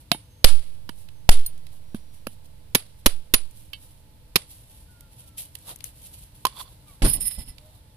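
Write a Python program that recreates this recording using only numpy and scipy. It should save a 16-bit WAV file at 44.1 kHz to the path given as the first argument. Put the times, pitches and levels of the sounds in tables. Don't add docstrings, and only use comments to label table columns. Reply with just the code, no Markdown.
import sys
import numpy as np
from scipy import signal
from scipy.fft import rfft, irfft
from scipy.io import wavfile

SR = 44100
rng = np.random.default_rng(int(sys.argv[2]) if len(sys.argv) > 2 else 0)


def write(x):
    x = np.atleast_2d(x).T
    wavfile.write(sys.argv[1], SR, np.round(np.clip(x, -1, 1) * 32767).astype(np.int16))

N = 351036


def amp(db):
    return 10 ** (np.asarray(db) / 20)


def sides(pan_db):
    left = amp(pan_db)
    return np.array([[left], [1.]]) * 2 / (1 + left)


def rms_one(x):
    middle = np.mean(np.atleast_2d(x), axis=0)
    return x / np.sqrt(np.mean(middle ** 2) + 1e-20)


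def in_time(rows):
    start_s, *columns = np.transpose(rows)
    t = np.arange(N) / SR
    return [amp(np.interp(t, start_s, level_db, -200, -200)) for level_db in columns]


def at_hz(points, hz):
    table_hz, values = np.array(points)[:, 0], np.array(points)[:, 1]
    return np.interp(np.log(hz), np.log(np.maximum(table_hz, 1)), values)


def drift(rate):
    steps = rng.standard_normal(int(N / SR * rate) + 2)
    return np.interp(np.arange(N) / SR * rate, np.arange(len(steps)), steps)


# pitch_hz [Hz], likeness [-1..1]
MIC_LIKENESS = [(60, 0.92), (240, 0.92), (950, 0.25), (3770, -0.0013), (15000, -0.71)]


def coloured(spectrum, pan, size=N, source=None):
    hz = np.maximum(np.fft.rfftfreq(size, 1 / SR), 1)
    mid, side = rfft(rng.standard_normal((2, size)) if source is None else source)
    alike = np.clip(at_hz(MIC_LIKENESS, hz), -1, 1)
    tilt = amp(at_hz(pan, hz) / 2)
    mid, side = mid * np.sqrt(1 + alike), side * np.sqrt(1 - alike)
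    pair = np.array([(mid + side) * tilt, (mid - side) / tilt])
    return rms_one(irfft(amp(at_hz(spectrum, hz)) * pair, size))


def grains(per_s, spread_db):
    loudness_db = spread_db * np.minimum(rng.exponential(1, (2, N)), 4)
    sizes = amp(loudness_db) * rng.standard_normal((2, N))
    return sizes * (rng.random((2, N)) < per_s / SR) + 1e-18


def resonate(x, peaks):
    out = 0
    for k, (hz, width_hz, level_db) in enumerate(peaks):
        r = np.exp(-np.pi * width_hz / SR)
        poles = [1, -2 * r * np.cos(2 * np.pi * hz / SR), r * r]
        zeros = [(1 - r * r) / 2, 0, (r * r - 1) / 2]
        out = out + (-1) ** k * amp(level_db) * signal.lfilter(zeros, poles, x)
    return out


def rings(modes, level_db, t):
    hz, mode_db, t60_s = np.transpose(modes)[:, :, None]
    strength_db = level_db + mode_db + rng.normal(0, 2, hz.shape)
    phases = rng.uniform(0, 2 * np.pi, (2, *hz.shape))
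    decay = amp(strength_db - 60 * t / t60_s)
    return (decay * np.sin(2 * np.pi * hz * t + phases)).sum(axis=1)


FALL_POWER = 1.4


def swell(loudest_s, rise_s, fall_s):
    t = np.arange(0, N, 32) / SR
    rising = ((t - loudest_s) / rise_s) ** 2
    falling = (abs(t - loudest_s) / fall_s) ** FALL_POWER
    gain = np.exp(-np.where(t < loudest_s, rising, falling))
    return np.interp(np.arange(N) / SR, t, gain)


# pitch_hz [Hz], level_db [relative dB per Hz]
YARD_COLOUR = [(12, -47), (20, -13), (37, -2), (113, -4.5), (270, -23.5), (301, -16), (328, -27.5),
               (513, -25.5), (660, -25), (738, -35), (897, -24), (1090, -34.5), (2080, -34.5),
               (4200, -32.5), (6500, -41), (10500, -30.5), (13500, -33.5), (16000, -37)]
# pitch_hz [Hz], pan_db [left-right dB]
YARD_PAN = [(60, 0), (240, -0.5), (950, -0.5), (3770, -6), (15000, 0)]
# pitch_hz [Hz], level_db [dB before FAR_LIFT_DB]
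FAR_TONES = [(299, -74.5), (500, -78), (860, -78)]
# start_s, end_s [s], start_hz, end_hz [Hz], level_db [dB before FAR_LIFT_DB]
FAR_WHISTLES = [(0.204, 0.464, 6260, 6430, -71), (1.094, 1.28, 6320, 6100, -79),
                (1.803, 2.253, 5780, 5750, -75.5), (4.88, 5.096, 1476, 1370, -66),
                (5.18, 5.414, 1428, 1276, -70.5), (6.863, 6.949, 1257, 1077, -61),
                (6.879, 6.916, 2440, 2190, -65), (7.579, 7.716, 594, 627, -60.5)]
YARD_DB, FAR_LIFT_DB = -52, 1.5


def yard():
    t = np.arange(N) / SR
    out = amp(YARD_DB + 0.93 * drift(1.0)) * coloured(YARD_COLOUR, YARD_PAN)
    for hz, level_db in FAR_TONES:
        out += amp(level_db + FAR_LIFT_DB + 3.4 * drift(12.0)) * np.sin(2 * np.pi * hz * t)
    for start_s, end_s, start_hz, end_hz, level_db in FAR_WHISTLES:
        arch = np.sin(np.pi * np.clip((t - start_s) / (end_s - start_s), 0, 1)) ** .5
        glide_hz = np.interp(t, [start_s, end_s], [start_hz, end_hz])
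        pitch_hz = glide_hz * (1 + 0.0064 * drift(22))
        gain = amp(level_db + FAR_LIFT_DB + 3.0 * drift(28)) * arch
        out += gain * np.sin(2 * np.pi * np.cumsum(pitch_hz) / SR)
    return out


# loudest_s, rise_s, fall_s [s], hiss_db [dB], dull_db [dB relative to the hiss]
SCUFFS = [(.01, 0.03, 0.021, -60, -14), (1.011, 0.051, 0.043, -58.5, -19), (1.74, .032, .054, -61.5, -5),
          (1.96, .005, .012, -55.5, -9.5), (2.149, .019, 0.048, -60.5, -16), (2.33, .03, .018, -59, -12.5),
          (2.459, .017, 0.0088, -59.5, -11), (3.0, .02, 0.02, -62.5, -15.5), (3.6, 0.078, 0.071, -59, -29),
          (3.871, .14, 0.12, -60.5, -11), (4.521, .038, 0.12, -57, -16.5), (4.75, 0.11, 0.2, -62, -12),
          (5.133, 0.019, 0.016, -59, -7), (5.2, .029, 0.038, -55, -15), (5.281, 0.014, 0.015, -58, -13),
          (5.386, 0.011, 0.05, -40, -21), (5.61, 0.076, 0.059, -61.5, -15), (5.712, .04, 0.02, -44, -3),
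          (5.858, .01, 0.031, -46, -30.5), (6.001, 0.064, .046, -59, -19), (6.07, 0.05, 0.029, -52, -19),
          (6.151, .034, 0.045, -53.5, -17.5), (6.24, 0.038, .031, -54.5, -15),
          (6.381, 0.063, 0.2, -62, -12), (6.611, 0.045, 0.023, -45.5, -10), (6.7, 0.039, .1, -62, -3),
          (6.891, .019, 0.067, -58, -4.5), (7.68, 0.12, 0.21, -66, -1)]
# pitch_hz [Hz], level_db [relative dB per Hz]
RUSTLE_HISS = [(880, -59), (1500, -20), (2040, -14), (2940, -4), (6060, -8), (6830, -7.5), (10900, 6.5),
               (14900, -5), (16000, -12)]
# pitch_hz [Hz], level_db [relative dB per Hz]
RUSTLE_DULL = [(120, -32.5), (200, -22.5), (730, -5.5), (2310, -25), (3810, -11), (6000, -30),
               (7800, -72.5), (13200, -120)]


def rustle():
    hiss, dull = sum(amp([[hiss_db], [hiss_db + dull_db]]) * swell(*shape)
                     for *shape, hiss_db, dull_db in SCUFFS)
    bright = coloured(RUSTLE_HISS, YARD_PAN, source=grains(5400, spread_db=2.5))
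    flicker = amp(2.1 * drift(48))
    return flicker * (hiss * bright + dull * coloured(RUSTLE_DULL, YARD_PAN))


# start_s [s], level_db [dB]
GRIND_LEVEL = [(6.48, -57), (6.54, -60), (6.57, -46.5), (6.615, -37), (6.632, -67), (6.675, -53),
               (6.7, -76)]
MOUTH_HZ, MOUTH_WIDTH_HZ = 1030, 70


def grind():
    slips = grains(1500, spread_db=1.0)[0]
    mouth = [(MOUTH_HZ, MOUTH_WIDTH_HZ, 0), (3450, 150, -6), (4500, 300, -12)]
    hum = rms_one(resonate(slips, mouth))
    return in_time(GRIND_LEVEL)[0] * hum * sides(-13.5)


# start_s [s], level_db [dB of its high ring]
SLIDE_SURGES = [(7.03, -57), (7.046, -30.5), (7.094, -23.5), (7.15, -26), (7.196, -56), (7.21, -30),
                (7.25, -32.5), (7.258, -23.5), (7.28, -25), (7.3, -45), (7.314, -32), (7.382, -50),
                (7.39, -37.5), (7.46, -60.5), (7.494, -44), (7.55, -82)]
# pitch_hz, width_hz [Hz], level_db [relative dB]
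SLIDE_RING = [(9000, 100, -2), (9370, 110, 0), (9610, 78, 4), (10400, 150, -4), (10730, 75, 0.5),
              (11200, 140, -1.5), (11770, 130, -6), (12700, 120, -10.5)]
# pitch_hz [Hz], level_db [relative dB per Hz]
SLIDE_MID = [(300, -30), (600, 2), (1500, 4), (3000, 12.5), (4800, 6), (5800, -17), (8000, 5.5),
             (9000, -58)]
# [dB, one pass]
SLIDE_NOTES = [(2008, 20, -1), (5190, 170, 0)]
# pitch_hz [Hz], pan_db [left-right dB]
SLIDE_PAN = [(60, -3), (380, 0), (2380, -10), (15000, -38)]
# loudest_s, fall_s [s], level_db [dB]
GROUND_BUMPS = [(7.03, 0.047, -11), (7.151, 0.088, -31.5), (7.383, 0.037, -32), (7.48, 0.069, -44)]
# pitch_hz [Hz], level_db [relative dB per Hz]
BUMP_COLOUR = [(8.8, -30), (15, 6.5), (38, 5), (76, -8), (249, -13), (402, -31), (469, -27), (900, -30),
               (1170, -39), (1980, -120)]
GROUND_RISE_S = 0.0055
BODY_DB, BODY_FOLLOWS = -32.5, 0.56


def slide():
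    bright = in_time(SLIDE_SURGES)[0]
    mid = amp(BODY_DB) * bright ** BODY_FOLLOWS
    bumps = sum(amp(level_db) * swell(s, GROUND_RISE_S, fall_s) for s, fall_s, level_db in GROUND_BUMPS)
    grit = grains(8000, spread_db=2.5)

    band = signal.butter(10, [8800, 15200], "band", fs=SR, output="sos")
    ringing_grit = rms_one(resonate(grit, SLIDE_RING)) + amp(-5.0) * rms_one(grit)
    ring = signal.sosfilt(band, ringing_grit) * sides(-11.0)

    twice = sum(resonate(resonate(grit, [note]), [note]) for note in SLIDE_NOTES)
    notes = rms_one(twice * sides(-5.0))
    scrape = coloured(SLIDE_MID, SLIDE_PAN, source=grains(2500, spread_db=2.0))
    body = amp(3.4 * drift(70)) * scrape + amp(3.0) * notes

    high = bright * amp(3.0 * drift(80)) * rms_one(ring)
    return high + mid * body + bumps * coloured(BUMP_COLOUR, SLIDE_PAN)


# start_s [s], level_db [dB]
JINGLE = (1.462, -27)
# pitch_hz [Hz], level_db [relative dB], t60_s [s]
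JINGLE_MODES = [(4320, -5.5, 0.048), (8350, -16, 0.16), (9550, -4, 0.09), (10840, -26, 0.088),
                (11100, -6.5, 0.11), (11900, 5, 0.031), (13500, 0.5, 0.045), (14600, -6, 0.073)]


def jingle():
    start_s, level_db = JINGLE
    out, t, at = np.zeros((2, N)), np.arange(SR // 4) / SR, round(start_s * SR)
    out[:, at:at + len(t)] = rings(JINGLE_MODES, level_db, t) * sides(-1.0)
    return out


# low_hz, high_hz [Hz]
CRACK_BANDS = [(150, 600), (600, 1800), (2200, 5600), (6000, 8500), (8500, 16000)]
CRACK_ALIKE = [1, .9, 0.17, .35, .3]
# pitch_hz [Hz], pan_db [dB added to the blow's pan_db]
BLOW_PAN = [(200, 5), (700, 4.5), (2400, -1), (4400, -6), (9000, 1)]
CRACK_T60_PER_CONTACT = 4.8


def contact_noise(since, t, contact_s, band_db, pan_db, filters):
    out, short = np.zeros(since.shape), SR // 8
    since, t = since[:, :short], t[:short]
    shared = np.interp(since, t, rng.standard_normal(short))
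    own = rng.standard_normal((2, short))
    fall = amp(-60 * np.maximum(since - contact_s, 0) / (CRACK_T60_PER_CONTACT * contact_s))
    burst = fall * (1 - np.exp(-since / 0.00016))
    alikes = np.clip(CRACK_ALIKE, 0, 1)
    for sos, (low, high), level_db, alike in zip(filters, CRACK_BANDS, band_db, alikes):
        band_pan_db = pan_db + at_hz(BLOW_PAN, np.sqrt(low * high))
        gain = amp(level_db) / np.sqrt(2 * (high - low) / SR) * sides(band_pan_db)
        noise = np.sqrt(alike) * shared + np.sqrt(1 - alike) * own
        out[:, :short] += gain * signal.sosfilt(sos, burst * noise + 1e-18)
    return out


# start_s, contact_s [s], crack_db [dB],
# bass_db, treble_db [dB relative to the crack], thud_hz [Hz], thud_db [dB before THUD_LIFT_DB],
# ring_db of the four blade families [4 columns, dB], tail_db [dB before TAIL_LIFT_DB], pan_db [left-right dB]
BLOWS = [(0.116, 0.002, -8.5, -7, -3, 700, -27, -22.5, -30.5, -37, -28.5, -54, -5.5),
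         (0.145, 0.0039, -48, 11, -.5, 870, -47, -58.5, -72, -67, -58.5, -71, -9),
         (0.4431, 0.0034, 1.5, -26.5, -1.5, 516, -21.5, -27, -45.5, -35, -25, -29.5, -4),
         (0.8915, 0.0028, -34, 1.5, 1, 950, -49, -47.5, -48, -62, -67, -70.5, -10),
         (1.2909, 0.0044, -1.5, -17, 3, 762, -15.5, -44.5, -40, -10, -33, -33, -5),
         (1.9457, 0.0018, -45.5, 14, 5, 220, -32.5, -48, -59, -49, -49, -63.5, -8.5),
         (2.2688, 0.002, -30.5, 9, 5, 225, -41, -49, -60.5, -75, -42, -68.5, -9),
         (2.7485, 0.0052, -11, -7.5, 7, 155, -30.5, -44.5, -49, -41.5, -18, -44, -5.5),
         (3.0597, 0.0053, -9, -7.5, 7, 600, -31, -55, -45.5, -19.5, -53, -41.5, -4),
         (3.338, 0.0054, -9, -13, 7.5, 195, -34, -52.5, -50.5, -13.5, -45, -44, -5.5),
         (3.7319, 0.0036, -39.5, -25, 3.5, 1157, -63, -30, -64, -63, -61, -68, -9),
         (4.357, 0.0051, -9.5, -11.5, 3, 174.8, -28, -52.5, -51, -58, -48.5, -47, -6),
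         (6.4515, 0.0031, -18, -13, 6.5, 1022, -20.5, -59, -55, -43, -43.5, -53, -8.5),
         (6.467, 0.0026, -24.5, -20.5, 4.5, 1062, -33.5, -64, -66.5, -56, -52, -67.5, -6.5),
         (7.0197, 0.0055, -35, 9, -4, 162, -27, -30.5, -51, -51, -53, -40.5, -9),
         (7.047, 0.014, -36, 10.5, 0, 250, -26.5, -38, -25.5, -39, -36, -42.5, -8),
         (7.206, 0.012, -52, -16, 11.5, 214, -65, -65, -27.5, -42, -38, -70, -9),
         (7.4775, 0.0081, -62, -21, 6, 179, -54, -50.5, -52, -55, -60, -66, -6)]
# pitch_hz [Hz], level_db [relative dB], t60_s [s]
BLADE = [
    [(1650, -20, .1), (2223, -13, .11), (2690, -1, .075), (2977, -5, .09), (3200, -3, .085),
     (3693, -11, .11), (4107, -14, .11), (4590, -14, .1), (5390, -24, .1)],
    [(7460, -16, .13), (9270, 0, .24), (14680, -24, .12)],
    [(5915, -24, .12), (9985, 0, .125), (13850, -30, .12)],
    [(10730, -12, .13), (11215, 0, .13), (11670, -16, .14), (13550, -22, .15)],
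]
# start_s [s], level_db [dB], treble_db [relative dB], pan_db [left-right dB]
TICKS = [(1.0868, -47.5, -3, -19), (1.4634, -51.5, 27, -7), (1.577, -58.5, 11.5, -5),
         (1.667, -48, 1.5, -25), (3.5094, -61.5, 17.5, -13), (5.0068, -53, 14, -10),
         (5.552, -38.5, 8.5, -15), (5.5863, -65, 21.5, 6), (5.759, -51, 16.5, 6), (5.7876, -59, 13, -1),
         (5.805, -42, 2, 12), (5.8406, -39, 15, 12), (6.018, -58, 15, -2), (6.138, -59.5, 14, -4),
         (6.236, -61.5, 12, -4), (7.582, -45.5, -2, -19)]
CRACK_SHAPE_DB = [0.5, -1, 0.5, -6.5, -0.06]
TICK_SHAPE_DB = [-22.5, -13.5, 0.5, -5.5, 1]
BASS_SHARE = [1, 0.59, 0, 0, 0.029]
TREBLE_SHARE = [0.04, 0.015, 0.013, 0.36, 0.95]
# pitch_hz [Hz], level_db [relative dB per Hz]
TAIL_COLOUR = [(250, -24), (400, -3), (900, -6.5), (1800, -7), (3000, -1.5), (4600, -2), (6500, -12.5),
               (8300, -3.5), (10500, 3), (13000, -13), (15300, -22.5), (16000, -60.5)]
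TAIL_T60_S, TAIL_LIFT_DB = 0.19, 10.5
FAR_TAIL_T60_S, FAR_TAIL_DB = 0.68, -21
THUD_T60_S, THUD_LIFT_DB = .04, 13.0
TICK_CONTACT_S, TICK_TAIL_DB = 0.0026, -28.5
LEFT_LAG_S = .00015
CRACK_TOP_HZ = 11600


def blows():
    size, lead_s = SR // 2, .001
    out, t = np.zeros((2, N + size)), np.arange(size) / SR
    clumps = amp(2 * drift(200))
    tail_noise = clumps * coloured(TAIL_COLOUR, YARD_PAN)
    dying = amp(-60 * t / TAIL_T60_S) + amp(FAR_TAIL_DB - 60 * t / FAR_TAIL_T60_S)
    since = np.maximum(t - lead_s - np.array([[LEFT_LAG_S], [0]]), 0)
    dull = signal.butter(3, CRACK_TOP_HZ, fs=SR, output="sos")
    filters = [np.vstack([dull, signal.butter(2, edges, "band", fs=SR, output="sos")])
               for edges in CRACK_BANDS]

    def add(sound, start_s, tail_db):
        at = round((start_s - lead_s) * SR)
        tail = np.take(tail_noise, at + np.arange(size), axis=1, mode="wrap")
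        tail_gain = amp(tail_db + TAIL_LIFT_DB) * dying * (1 - np.exp(-since / 0.0047))
        out[:, at:at + size] += sound + tail_gain * tail

    for (start_s, contact_s, crack_db, bass_db, treble_db, thud_hz, thud_db,
         *ring_db, tail_db, pan_db) in BLOWS:
        tilt_db = np.dot([bass_db, treble_db], [BASS_SHARE, TREBLE_SHARE])
        band_db = crack_db + np.array(CRACK_SHAPE_DB) + tilt_db
        crack = contact_noise(since, t, contact_s, band_db, pan_db, filters)
        thud_gain = amp(thud_db + THUD_LIFT_DB - 60 * since / THUD_T60_S)
        thud = thud_gain * -np.sin(2 * np.pi * thud_hz * since) * sides(pan_db + at_hz(BLOW_PAN, thud_hz))
        ring = sum(rings(modes, db, t) for modes, db in zip(BLADE, ring_db))
        ring = (1 - np.exp(-since / 0.00014)) * sides(pan_db) * ring
        add(crack + thud + ring, start_s, tail_db)
    for start_s, tick_db, treble_db, pan_db in TICKS:
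        band_db = tick_db + np.array(TICK_SHAPE_DB) + treble_db * np.array(TREBLE_SHARE)
        tick = contact_noise(since, t, TICK_CONTACT_S, band_db, pan_db, filters)
        add(tick, start_s, tick_db + TICK_TAIL_DB)
    return out[:, :N]


def scene():
    return yard() + rustle() + grind() + slide() + jingle() + blows()


# start_s [s], left_step, right_step [full scale 1, before the high-pass]
OVERLOADS = [(.445, .36, 2.9), (1.291, 1.63, 2.41), (3.063, 0.14, .55), (3.338, 0.044, 0.38)]
BIAS_RISE_S, BIAS_HZ = 0.0012, 4.35


def bias_swing():
    steps = np.zeros((2, N))
    for start_s, left_step, right_step in OVERLOADS:
        since = np.maximum(np.arange(N) / SR - start_s, 0)
        steps -= np.outer([left_step, right_step], 1 - np.exp(-since / BIAS_RISE_S))
    return signal.sosfilt(signal.butter(2, BIAS_HZ, "high", fs=SR, output="sos"), steps)


CLIP, COUPLING_HZ, CUTOFF_HZ = .8, .2, 16300


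def record(dry):
    x = (dry + bias_swing()) / CLIP
    clipped = CLIP * x / (1 + x ** 8) ** (1 / 8)
    coupled = signal.sosfilt(signal.butter(1, COUPLING_HZ, "high", fs=SR, output="sos"), clipped)
    return signal.sosfilt(signal.cheby2(14, 80, CUTOFF_HZ, fs=SR, output="sos"), coupled)


dry = scene()
out = record(dry)
write(out)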